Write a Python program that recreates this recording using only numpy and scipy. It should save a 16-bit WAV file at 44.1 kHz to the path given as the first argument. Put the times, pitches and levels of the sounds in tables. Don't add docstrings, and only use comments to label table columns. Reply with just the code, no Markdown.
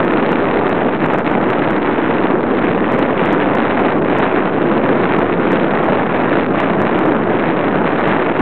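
import sys
import numpy as np
from scipy import signal
from scipy.fft import rfft, irfft, next_fast_len
from scipy.io import wavfile

SR = 44100
rng = np.random.default_rng(int(sys.argv[2]) if len(sys.argv) > 2 else 0)


def natural_amplitude(level_db):
    exponent = np.asarray(level_db, float) / 20
    return 10 ** exponent


def int16_out(signal):
    q = np.round(np.clip(np.atleast_2d(signal).T, -1, 1) * 32767)
    wavfile.write(sys.argv[1], SR, q.astype(np.int16))


N = 370881
FULL_SCALE = 0.707

# time in seconds, tick level in dB.
SUCTION = [(.0479, -37), (.1217, -40), (.3195, -32), (.6949, -33), (1.0612, -35), (1.1375, -33),
           (1.1859, -32), (1.3144, -38), (1.504, -34), (1.7067, -35), (2.9229, -33), (2.94, -37),
           (2.9905, -32), (3.2573, -34), (3.3292, -30), (3.5522, -29), (4.186, -31), (5.1873, -36),
           (5.5197, -31), (5.5307, -38), (5.8424, -38), (6.6026, -30), (6.8025, -40), (6.8177, -31),
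           (6.9898, -35), (7.0611, -39), (7.9947, -40), (8.0826, -37), (8.3951, -36), (8.4066, -37)]
# time in seconds, tick level in dB.
GRAZES = [(.0028, -44), (.7904, -52), (1.6207, -48), (1.8475, -51), (2.6437, -40), (3.3957, -53),
          (3.8003, -40), (4.0861, -62), (4.1951, -44), (5.1088, -53), (5.3986, -46), (5.7363, -42),
          (6.8536, -43), (7.1487, -47), (8.2998, -62)]


def rms_one(x):
    return x / np.sqrt(np.mean(x ** 2) + 1e-20)


def drift(rate_hz):
    pole = np.exp(-2 * np.pi * rate_hz / SR)
    noise = rng.standard_normal(N + SR)
    settled = signal.lfilter([1], [1, -2 * pole, pole * pole], noise)[SR:]
    return rms_one(settled)


def at_times(times_s, sizes):
    train = np.zeros(N)
    train[np.minimum(np.round(np.array(times_s) * SR).astype(int), N - 1)] = sizes
    return train


def smooth(x, kernel):
    return signal.fftconvolve(x, kernel, "same")


def bumps(rows):
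    t = np.arange(0, N + 32, 32) / SR
    level_db = sum(db * np.exp(-((t - s) / width) ** 2) for s, db, width in rows)
    return np.interp(np.arange(N) / SR, t, level_db)


def lulls():
    # time in seconds, change in dB, width in seconds.
    short_lulls = [(.905, -1.5, 0.016), (.98, -6, .02), (1.238, -4, 0.016), (1.81, -5.5, 0.022),
                   (1.965, -5, 0.012), (2.415, -5, 0.012), (2.455, 0.5, 0.0086), (2.54, -1.5, .01),
                   (4.07, -3, .012), (4.35, 0, .012), (4.499, -3, 0.0097), (5.83, 1.5, 0.0089),
                   (6.46, -6, 0.0093), (8.335, -7, .015)]
    return natural_amplitude(bumps(short_lulls))


def wind_gain(size_index):
    # time in seconds, level in dB.
    gust = [(0.0, -24.5), (0.04, -28.5), (1.19, -27), (1.24, -36), (1.26, -26), (2.29, -27.5), (2.34, -29),
            (3.87, -25.5), (4.0, -29.5), (4.17, -26), (4.59, -30), (4.78, -27), (6.44, -27), (6.49, -30.5),
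            (6.6, -26), (6.65, -27.5), (8.25, -25.5), (8.41, -27.5)]
    # time in seconds, change in dB, width in seconds.
    puffs = [(.3, 2.5, 0.089), (.4, -3, 0.036), (1.1, 1.5, 0.068), (1.4, -5, 0.078), (2.4, -5.5, 0.1),
             (2.8, -4, 0.062), (3.3, 3, 0.086), (3.7, 3, 0.05), (4.0, -5, .06), (4.2, 3.5, 0.078),
             (4.6, -1.5, .08), (5.4, -3, 0.071), (5.6, 2, 0.041), (5.7, -2.5, 0.046), (6.4, 1.5, 0.037),
             (6.5, -4.5, .05), (6.6, 6.5, 0.035), (7.0, 1, 0.082), (7.2, -5, 0.11), (7.6, -2, 0.064),
             (8.1, 4, 0.047)]
    # level in dB at mean wind,
    # share of the wind's swing [ratio], own wander in dB.
    eddy_sizes = [(-15.5, 0.035, .5), (-20.5, 0.28, -0.5), (-30, 0.84, 0.63)]
    swing_db = np.interp(np.arange(N) / SR, *np.transpose(gust))
    swing_db = swing_db - swing_db.mean() + bumps(puffs)
    level_db, share, wander_db = eddy_sizes[size_index]
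    return natural_amplitude(level_db + share * swing_db + wander_db * drift(3.0))


def headwind(burst_db, own_db, steep):
    # frequency in Hz, level in dB per Hz.
    port_colour = [(24, -56.5), (40, -30), (183, -2), (314, 1.5), (1820, -15.5), (2670, -24), (3630, -35),
                   (4000, -40), (5200, -72.5), (8800, -120)]
    roar_top_hz, middle_top_hz = 600, 1500
    bursts = rms_one(0.5 * drift(52) + 0.5 * drift(130) + 3.3 * drift(600))
    bursts = 2.46 * np.tanh(bursts / 2)
    size = next_fast_len(N)
    log_hz = np.log2(np.maximum(np.arange(size // 2 + 1) * SR / size, 1))
    colour_hz, colour_db = np.transpose(port_colour)
    colour = natural_amplitude(np.interp(log_hz, np.log2(colour_hz), colour_db))
    white = rng.standard_normal(N)
    groups = np.zeros((3, size // 2 + 1), complex)
    for centre in np.arange(4.5, 12.6, 0.5):
        hz = 2 ** centre
        depth = (min(hz, 2600) / 2000) ** steep
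        burst_level_db = depth * (burst_db * bursts + own_db * drift(hz / 30))
        lumpy = rms_one(white * natural_amplitude(burst_level_db))
        window = np.cos(np.pi * np.clip(log_hz - centre, -0.5, 0.5)) ** 2
        group = int(hz > roar_top_hz) + int(hz > middle_top_hz)
        groups[group] += rfft(lumpy, size) * window * colour
    return sum(wind_gain(k) * rms_one(irfft(group, size)[:N]) for k, group in enumerate(groups))


def eddy():
    dip_s, rebound_s, late_share = 0.00018, 0.0014, 0.19
    t = np.arange(-220, 221) / SR
    dip = np.exp(-(t / dip_s) ** 2)
    rebound = (t / rebound_s) ** 2 * np.exp(-(t / rebound_s) ** 2) * (1 + late_share * np.sign(t))
    return rebound * dip.sum() / rebound.sum() - dip


def crackle(per_s, spread_db, gain_db):
    born = rng.random(N) < per_s * natural_amplitude(3.0 * drift(45)) / SR
    sizes = natural_amplitude(spread_db * np.minimum(rng.exponential(1, N), 3))
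    return wind_gain(2) * natural_amplitude(gain_db) * rms_one(smooth(born * sizes, eddy()))


def flutter():
    shiver_hz, decay_s, share = 2100, 0.00044, 0.45
    t = np.arange(-220, 221) / SR
    decay = (t > 0) * np.exp(-(t / decay_s) ** 2)
    shiver = -decay * np.sin(np.pi * shiver_hz * t) ** 2 * np.cos(2 * np.pi * shiver_hz * t)
    bell = np.hanning(len(t))
    shiver = shiver - shiver.sum() * bell / bell.sum()
    return (1 - share / 2) * eddy() + share * shiver


def snaps(gain_db, per_s, stray_db, spread_db):
    # time of the first tug in seconds, dip level in dB.
    sharp_eddies = [(0.0797, -8), (0.109, -13), (0.2623, -8), (0.33, -9), (0.5118, -7), (0.5407, -10),
                    (0.559, -13), (0.7277, -6.5), (1.257, -17), (1.6857, -13), (1.7656, -11), (1.9324, -13),
                    (1.9839, -14), (2.2366, -11), (2.4658, -18), (2.5496, -16), (2.7033, -14.5),
                    (4.085, -15.5), (4.362, -13), (4.715, -14), (5.1364, -8), (5.9548, -10), (6.2957, -11),
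                    (6.355, -9), (6.912, -12), (7.458, -11), (7.6428, -14), (7.7563, -11), (7.864, -14),
                    (8.2454, -13)]
    tug_to_bottom_s = 0.0007
    s, db = np.transpose(sharp_eddies)
    wind = wind_gain(2)
    born = rng.random(N) < per_s * wind / wind.mean() / SR
    stray = born * natural_amplitude(stray_db + spread_db * np.clip(rng.standard_normal(N), -2, 1.5))
    return smooth(at_times(s + tug_to_bottom_s, natural_amplitude(db + gain_db)) + stray, flutter())


def scene():
    flow = headwind(burst_db=6.0, own_db=0.4, steep=0.73)
    flow = flow + crackle(per_s=600.0, spread_db=4.0, gain_db=2.5)
    sharp = snaps(gain_db=7.0, per_s=40.0, stray_db=-9.5, spread_db=4.0)
    return (lulls() * flow + sharp)[None]


def calm_before_suction(x, width_s):
    t = np.arange(-120, 121) / SR
    share = smooth(at_times(np.array(SUCTION + GRAZES)[:, 0], 1), np.exp(-(t / width_s) ** 4))
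    return x * (1 - np.clip(share, 0, 1))


def suction_peaks(x, top_cut, excess_db):
    s, db = np.transpose(SUCTION + GRAZES)
    shape = smooth(eddy(), top_cut)
    pull = x[np.round(s * SR).astype(int)] + FULL_SCALE + natural_amplitude(1.07 * db + excess_db)
    return x + smooth(at_times(s, pull), shape / -shape.min())


def low_pass(x):
    return signal.sosfilt(signal.butter(12, 15850, fs=SR, output="sos"), x)


def record(dry):
    offset, lower_rail, upper_rail = 0.032, -0.65, 0.65
    step_noise_db, hiss_db = -49.5, -101
    coupling_hz, converter_hz = 39.3, 4100
    flow = calm_before_suction(dry[0], width_s=0.0004)
    railed = np.clip(flow + offset, lower_rail, upper_rail)
    railed = railed + natural_amplitude(step_noise_db) * rng.standard_normal(N)
    low_cut = signal.butter(2, coupling_hz, "high", fs=SR, output="sos")
    railed = offset + signal.sosfiltfilt(low_cut, railed)
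    top_cut = signal.firwin(181, converter_hz, window=("kaiser", 9), fs=SR)
    narrow = suction_peaks(smooth(railed, top_cut), top_cut, excess_db=10.5)
    cut = np.clip(narrow, -FULL_SCALE, FULL_SCALE)
    mix = cut + natural_amplitude(hiss_db) * rng.standard_normal(N)
    return low_pass(mix[None])


dry = scene()
out = record(dry)
int16_out(out)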